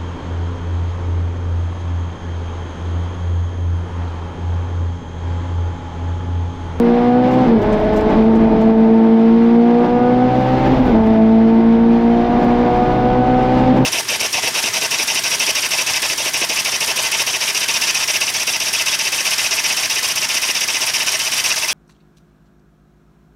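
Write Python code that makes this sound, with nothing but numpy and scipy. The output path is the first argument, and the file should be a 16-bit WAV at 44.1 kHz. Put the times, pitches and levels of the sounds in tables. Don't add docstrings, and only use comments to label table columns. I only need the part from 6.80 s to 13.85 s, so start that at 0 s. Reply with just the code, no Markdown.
import sys
import numpy as np
from scipy import signal
from scipy.fft import rfft, irfft, next_fast_len
from scipy.io import wavfile
from scipy.ndimage import uniform_filter1d

SR = 44100
rng = np.random.default_rng(int(sys.argv[2]) if len(sys.argv) > 2 else 0)


def magnitude_from_level(level_db):
    exponent = np.asarray(level_db, float) / 20
    return 10 ** exponent


def output_pcm(signal):
    pcm = np.clip(np.atleast_2d(signal).T, -1, 1) * 32767
    wavfile.write(sys.argv[1], SR, np.round(pcm).astype(np.int16))


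N = 310905
STEP = 40


def rms_one(x):
    return x / np.sqrt(np.mean(x ** 2) + 1e-20)


def smooth(coarse):
    return np.interp(np.arange(N) / STEP, np.arange(len(coarse)), coarse)


def chance(rate):
    r = np.exp(-2 * np.pi * rate * STEP / SR)
    noise = rng.standard_normal(N // STEP + 501)
    return rms_one(signal.lfilter([1], [1, -2 * r, r * r], noise)[500:])


def drift(rate):
    return smooth(chance(rate))


def in_time(rows):
    s, *columns = np.transpose(rows)
    return [np.interp(np.arange(N) / SR, s, column) for column in columns]


def tents(s, db, half):
    t = np.arange(0, N + STEP, STEP) / SR
    closeness = np.clip(1 - np.abs(t - s[:, None]) / np.abs(half)[:, None], 0, 1)
    return smooth(np.sum(db[:, None] * closeness, axis=0))


def colour(x, spectrum):
    hz, db = np.transpose(spectrum)
    size = next_fast_len(N)
    bins = np.fft.rfftfreq(size, 1 / SR)[1:]
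    gain = magnitude_from_level(np.interp(np.log(bins), np.log(hz), db, left=-90, right=-90))
    return irfft(rfft(x, size) * np.r_[0, gain], size)[:N]


def resonate(x, hz, width):
    r = np.exp(-np.pi * width / SR)
    peak = (1 - r * r) / 2
    return signal.lfilter([peak, 0, -peak], [1, -2 * r * np.cos(2 * np.pi * hz / SR), r * r], x)


def even(x, floor):
    x = rms_one(x)
    return rms_one(x / np.sqrt(uniform_filter1d(x ** 2, size=2400) + floor))


# time in seconds, firing rate in Hz.
FIRST_PULL = [
    (0, 234.8),
    (.3, 243.8),
    (.5, 252.4),
    (.61, 255.6),
    (.66, 252),
]
FIRST_CHANGE = [
    (.7, 230),
    (.73, 225.5),
    (.77, 223),
    (.8, 207),
]
SECOND_PULL = [
    (.9, 213),
    (1.04, 212),
    (1.28, 215.6),
    (1.52, 224.6),
    (1.76, 221.7),
    (2.42, 226),
    (3.0, 239.6),
    (3.5, 251.3),
    (3.88, 260),
]
SECOND_CHANGE = [
    (4.0, 256),
    (4.085, 250),
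    (4.15, 222),
]
THIRD_PULL = [
    (4.38, 220.6),
    (4.76, 226.8),
    (5.3, 234),
    (5.42, 236.6),
    (5.54, 240.4),
    (5.75, 240.4),
    (6.4, 249),
    (6.84, 254.3),
    (7.05, 258.5),
]


def engine_speed():
    return in_time(FIRST_PULL + FIRST_CHANGE + SECOND_PULL + SECOND_CHANGE + THIRD_PULL)[0]


# time in seconds, fine roughness in dB, long waves in dB, wind in dB.
ROAD = [(0, -1, -0.5, -1), (.3, -2, -3, -1), (.6, 2, -2, -1), (.8, 3, 1.5, 2.5), (1.25, 1, 6.5, 2),
        (1.7, 5, 5, 0), (2.2, -1, -7, -1), (2.67, -8.5, -8.5, -1.5), (3.3, 0.5, -5.5, -2.5),
        (3.7, 0.5, 0, 0.5), (4.2, 7, 7, 1.5), (4.4, -4.5, -2.5, -1.5), (5.1, -7, -3.5, -2),
        (5.6, 1.5, 2.5, 1), (6.0, 2.5, 3, .5), (6.4, 4.5, 4, -0.5), (6.7, 0.5, 4, 1), (7.05, 5, 1.5, 1.5)]
# centre in seconds, thud in dB, rattle in dB, half length in seconds.
JOLTS = [(0.315, -8, -3.5, 0.065), (0.58, -12, 2, 0.036), (0.692, 7, 3.5, .03), (0.924, 0.5, 3, 0.044),
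         (1.176, 3, 1.5, .06), (1.307, -12, 6, 0.031), (1.347, 7, 2.5, 0.051), (2.288, -2, 2, 0.063),
         (2.385, -15, -1, 0.09), (2.916, -1, 4.5, 0.062), (3.047, -2, 5.5, 0.057), (3.646, -6.5, 1.5, .05),
         (3.782, 1, 2.5, 0.073), (3.867, 3, 4.5, 0.024), (4.047, 7, 0, 0.04), (4.187, 1, 4.5, 0.046),
         (4.36, -7, 1.5, 0.062), (5.633, -3, 4, 0.04), (5.873, -7, 0.5, 0.067), (6.314, 4.5, 0.5, 0.078),
         (6.73, -1, 1, 0.045), (6.79, -7, 5, .04), (6.973, 1.5, 8, 0.075)]
SHAKE_DB, RUMBLE_DB, HISS_DB, LESSER_DB = -22.5, -30.5, -30.5, -28.5
HISS_RATTLES, LESSER_RATTLES = 0.57, 0.66
LESSER_FOLLOWS = 0.37
HISS_DB_PER_HZ, LESSER_DB_PER_HZ, MIDDLE_HZ = 0.0758, -0.0035, 243


def road_levels(firing_hz):
    rough, waves, wind = in_time(ROAD)
    s, thud_db, rattle_db, half = np.transpose(JOLTS)
    rattle = tents(s, rattle_db, half)
    faster = firing_hz - MIDDLE_HZ
    hiss_db = HISS_DB + wind + HISS_RATTLES * rattle + HISS_DB_PER_HZ * faster
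    rumble_db = RUMBLE_DB + waves + tents(s, thud_db, half) + 1.5 * drift(3)
    shake_db = SHAKE_DB + rough + rattle + 0.77 * drift(1.3)
    lesser_db = LESSER_DB + LESSER_FOLLOWS * wind + LESSER_RATTLES * rattle
    lesser_db = lesser_db + LESSER_DB_PER_HZ * faster + 0.58 * drift(6)
    return hiss_db, rumble_db, shake_db, lesser_db


# start in seconds, end in seconds, raggedness from 0 to 1.
RAGGED = [
    (.655, .81, 1),
    (.81, 1.6, .4),
    (3.9, 4.15, 1),
    (5.475, 5.69, .3),
]


def raggedness():
    t = np.arange(N) / SR
    spells = sum(share * ((t >= start) & (t < end)) for start, end, share in RAGGED)
    return uniform_filter1d(spells, size=1700)


# firing rate in Hz, then crank tone, firing, twice firing and three times firing in dB.
BOOM = [(206, -42, -28, -21.5, -26), (208.9, -41, -23.5, -17.5, -20), (221.1, -46, -9.5, -16, -22.5),
        (223.7, -44, -7.5, -16, -25), (230.8, -37, -9, -17, -34), (231.3, -42, -8.5, -17, -31),
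        (238.6, -38.5, -10, -17, -20), (240.9, -31.5, -14, -18, -20), (251.2, -22.5, -13.5, -18.5, -17.5),
        (259.8, -17.5, -13, -21, -22.5)]
# engaged from in seconds, then crank, firing, twice firing and three times firing in dB.
GEARS = [
    (0, -6, -2, 1, -5),
    (.78, -1.5, -1, 0, 0.5),
    (4.151, 5.5, -1, -4, 1.5),
]
# centre in seconds, change in dB, half length in seconds.
SHUDDER = [(0.748, 1.5, 0.038), (0.842, -30, 0.01), (0.997, -10, 0.062), (1.203, -12, .07),
           (1.32, -31, 0.044), (1.785, -6.5, 0.13), (2.8, 4, 0.055), (3.07, -9.5, .04), (3.202, -8.5, .04),
           (3.533, -16, .05), (3.652, -16, 0.065), (3.79, -9, 0.14), (3.976, -6, 0.036), (4.011, 7, 0.021),
           (4.111, -5, 0.045), (5.216, -4.5, 0.066), (5.452, -7, 0.13), (5.629, -10, .04),
           (5.786, -4, 0.026), (5.963, -13, 0.11), (6.146, -19.5, .16), (6.336, -15, 0.062),
           (6.454, -28, .04), (6.648, -9, 0.097), (6.792, -4, 0.037), (6.854, -13.5, 0.027),
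           (6.917, 8.5, 0.032)]
LOAD_FADES_HZ = (240, 241.5)
ROCK_DB, ROCK_FADE_DB_PER_S = -26, 10.5


def order_levels(firing_hz):
    hz, *booms = np.transpose(BOOM)
    s, *loads = np.transpose(GEARS)
    t = np.arange(N) / SR
    gear = np.clip(np.searchsorted(s, t) - 1, 0, None)
    low = np.interp(firing_hz, LOAD_FADES_HZ, [1, 0])
    crank, firing, second, third = [np.interp(firing_hz, hz, boom) + load[gear] * low
                                    for boom, load in zip(booms, loads)]
    rock = np.where(gear > 0, ROCK_DB - ROCK_FADE_DB_PER_S * (t - s[gear]), -90)
    shudder = tents(*np.transpose(SHUDDER))
    crank = np.maximum(crank, rock) + 1.9 * drift(3.5)
    second = second + 0.3 * shudder + 1.1 * drift(6)
    third = third - .05 * shudder + 1.3 * drift(5)
    return crank, firing + shudder, second, third


def tone(turns, level_db, ragged, wobble_db, waver):
    height = np.sqrt(2) * magnitude_from_level(level_db[::STEP] + wobble_db * chance(19))
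    phase = waver * chance(4.5) + ragged[::STEP] * chance(30)
    return smooth(height) * np.cos(2 * np.pi * turns + smooth(phase))


# firing rate in Hz, lead in turns.
LEAD = [(220, .07), (228, .24), (233, .27), (237, .08), (246, .05), (252, .25)]
# multiple of the four-stroke cycle, level in dB.
ORDERS_DB = [(1, -24), (3, -14.5), (5, -8.5), (6, -10.5), (7, -24.5), (9, -17.5), (10, -27), (11, -25),
             (13, -19), (14, -22), (15, -29.5), (16, -16.5), (17, -34.5), (18, -24.5), (19, -29), (20, -22),
             (21, -35.5), (22, -31.5), (23, -40.5), (24, -25.5)]
# centre in Hz, width in Hz, lift in dB.
SHELL = [(178, 18, 9.5), (343.4, 68, 11.5), (601.4, 78, 15.5), (768.5, 95, 12.5), (904.6, 76, 9),
         (971, 21, 6), (1081, 38, 10.5), (1221, 70, 11), (1486, 70, 12), (1690, 150, 10.5), (1990, 150, 6),
         (2820, 220, 9)]
HIGH_DB, HIGH_FALL_DB, FIRING_LIFT_DB, CRANK_LIFT_DB = -36.5, 0.2, 5, 2.5
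LIFT_LOSS_DB = 3


def engine(firing_hz, cycles, lesser_db):
    crank_db, firing_db, second_db, third_db = order_levels(firing_hz)
    lift = raggedness()
    second_db = second_db - LIFT_LOSS_DB * lift ** 2
    third_db = third_db - 2 * LIFT_LOSS_DB * lift ** 2
    out = tone(2 * cycles, crank_db - 1.0, .1 * lift, wobble_db=1.0, waver=0.096)
    out += tone(4 * cycles, firing_db - .6, .1 * lift, wobble_db=.8, waver=.12)
    second_lead = np.interp(firing_hz, *np.transpose(LEAD))
    third_lead = np.interp(firing_hz, [228, 234], [.4, 0])
    out += tone(8 * cycles + second_lead, second_db - .8, 1.3 * lift, wobble_db=1.1, waver=.15)
    out += tone(12 * cycles + third_lead, third_db - 1.5, 1.8 * lift, wobble_db=1.2, waver=.2)

    grid = np.arange(3200.)
    shell_db = sum(db / (1 + (2 * (grid - hz) / width) ** 2) for hz, width, db in SHELL)
    high = np.arange(25, 47)
    high_db = HIGH_DB - HIGH_FALL_DB * (high - high[0])
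    high_db = high_db + FIRING_LIFT_DB * (high % 4 == 0) + CRANK_LIFT_DB * (high % 4 == 2)
    for k, db in [*ORDERS_DB, *zip(high, high_db)]:
        level_db = lesser_db + db + 3 + np.interp(k * firing_hz / 4, grid, shell_db)
        out += tone(k * cycles + rng.random(), level_db, 1.8 * lift, wobble_db=2.2, waver=.3)
    return out


def cabin(x):
    t = np.arange(40, 5000) / SR
    tail = rng.standard_normal(len(t)) * magnitude_from_level(-60 * t / .12)
    return signal.fftconvolve(x, np.r_[1, .33 * tail / np.linalg.norm(tail)])[:N]


# frequency in Hz, density in dB per Hz.
HISS = [(600, -34.5), (900, -5), (1050, -15), (1240, -16), (1500, -17), (1950, -16.5), (2600, -20.5),
        (3500, -24), (4300, -31), (5500, -36.5), (7500, -48.5), (10400, -60.5), (12300, -54),
        (15800, -61.5)]


def hiss(firing_hz, cycles, hiss_db):
    turn = 2 * np.pi * cycles
    puffs = 1 + 0.086 * np.cos(4 * turn) + 0.057 * np.cos(2 * turn) + 0.026 * np.cos(turn)
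    flutter = magnitude_from_level(.6 * drift(7) + .5 * drift(45))
    noise = rms_one(colour(cabin(rng.standard_normal(N)) * puffs * flutter, HISS))
    low = signal.sosfiltfilt(signal.butter(2, 6500, fs=SR, output="sos"), noise)
    top_gain = magnitude_from_level(0.09 * (firing_hz - 237.5) + 0.81 * drift(6))
    return magnitude_from_level(hiss_db) * (low + top_gain * (noise - low))


# resonance in Hz, width in Hz, level in dB.
PANELS = [(149, 11, -8), (183, 230, -8), (217.3, 52.5, 5.5), (304, 510, -19.5), (440, 38, -8),
          (632, 25, -4), (797, 91, -8), (810, 170, -6)]


def panels(shake_db):
    rings = 0
    for hz, width, db in PANELS:
        ring = even(resonate(rng.standard_normal(N), hz, width), floor=.6)
        rings = rings + magnitude_from_level(db + 1.5 * drift(8)) * ring
    dull = signal.sosfilt(signal.butter(2, [90, 1100], "band", fs=SR, output="sos"), rings)
    return magnitude_from_level(shake_db) * rms_one(dull)


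# frequency in Hz, density in dB per Hz.
RUMBLE = [(18, -10.5), (33, 3.5), (45, -2.5), (65, -6), (90, -14.5)]


def rumble(rumble_db):
    return magnitude_from_level(rumble_db) * even(colour(rng.standard_normal(N), RUMBLE), floor=.15)


# start in seconds, treble in dB, rise in seconds, darkness in dB.
GRIT = [(.508, -61, .009, 0), (.535, -65, .006, 0), (.615, -70, .005, 2), (.675, -69, .006, 2),
        (.786, -69, .004, 2), (.813, -61, .007, 0), (.865, -70, .004, 0), (.922, -64, .008, 6),
        (.975, -71, .004, 0), (.996, -65, .006, -3), (1.036, -65, .008, -2), (1.132, -64, .006, 2),
        (1.158, -56, .011, -1), (1.208, -62, .003, 3), (1.293, -74, .006, 8), (1.355, -69, .005, 0),
        (1.436, -65, .005, -2), (1.552, -64, .007, 3), (1.806, -64, .008, 1), (2.39, -72, .006, 3),
        (3.6, -69, .006, 3), (3.72, -68, .01, -2), (3.85, -67, .01, -2), (4.05, -60, .011, -5),
        (4.097, -66, .006, -4), (4.259, -59, .006, -7), (5.597, -67, .006, 0), (5.638, -61, .007, -2),
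        (5.785, -71, .005, 3), (6.96, -64, .008, -4)]
# frequency in Hz, density in dB per Hz.
GRIT_COLOUR = [(1200, 2), (4000, 6), (7000, 5), (10500, -10), (12500, 0), (14500, -2), (15800, -10)]


def grit():
    t, spray, dull = np.arange(0, N, STEP) / SR, 0, 0
    for s, db, rise, dark_db in GRIT:
        after = np.clip(t - s, 0, None) / rise
        swell = after * np.exp(1 - after)
        spray = spray + magnitude_from_level(db + 1.5) * swell
        dull = dull + magnitude_from_level(db + dark_db + 4.0) * swell
    sizes = magnitude_from_level(3.5 * np.minimum(rng.exponential(1, N), 4)) * rng.choice([-1, 1], N)
    struck = rng.random(N) < 9000 / SR
    ticks = colour(sizes * struck, GRIT_COLOUR)
    low = signal.sosfiltfilt(signal.butter(4, 10500, fs=SR, output="sos"), ticks)
    high = ticks - low
    return (smooth(dull) * low + smooth(spray) * high) / np.std(high)


def scene():
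    firing_hz = engine_speed()
    cycles = np.cumsum(firing_hz / 4) / SR
    hiss_db, rumble_db, shake_db, lesser_db = road_levels(firing_hz)
    motor = engine(firing_hz, cycles, lesser_db) + hiss(firing_hz, cycles, hiss_db)
    return (motor + panels(shake_db) + rumble(rumble_db) + grit())[None]


def limiter(x):
    over_db = np.maximum(20 * np.log10(np.abs(x) + 1e-9) + 2.8, 0)
    ramp = 32.0 * np.arange(N) / SR
    held_db = np.maximum.accumulate(over_db + ramp, axis=1) - ramp
    early = np.pad(held_db[:, 120:], ((0, 0), (0, 120)), mode="edge")
    eased_db = uniform_filter1d(uniform_filter1d(early, size=120, axis=1), size=120, axis=1)
    return x * magnitude_from_level(-eased_db)


HOLE_EDGES_HZ = [7200, 7700, 8300, 9000, 9700, 10500]


def holes(x):
    hz, s, frames = signal.stft(x, SR, nperseg=1024)
    busy = drift(1.2)
    for k, (low, high) in enumerate(zip(HOLE_EDGES_HZ, HOLE_EDGES_HZ[1:])):
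        starved = np.interp(s, np.arange(N) / SR, drift(9) + .6 * busy) > 2.3 - .4 * k
        frames[:, (hz >= low) & (hz < high)] *= ~starved
    return signal.istft(frames, SR, nperseg=1024)[1][:, :N]


def low_pass(x):
    return signal.sosfilt(signal.butter(12, 15741, fs=SR, output="sos"), x)


def record(dry):
    mix = holes(limiter(dry))
    return low_pass(mix)


dry = scene()
out = record(dry)
output_pcm(out)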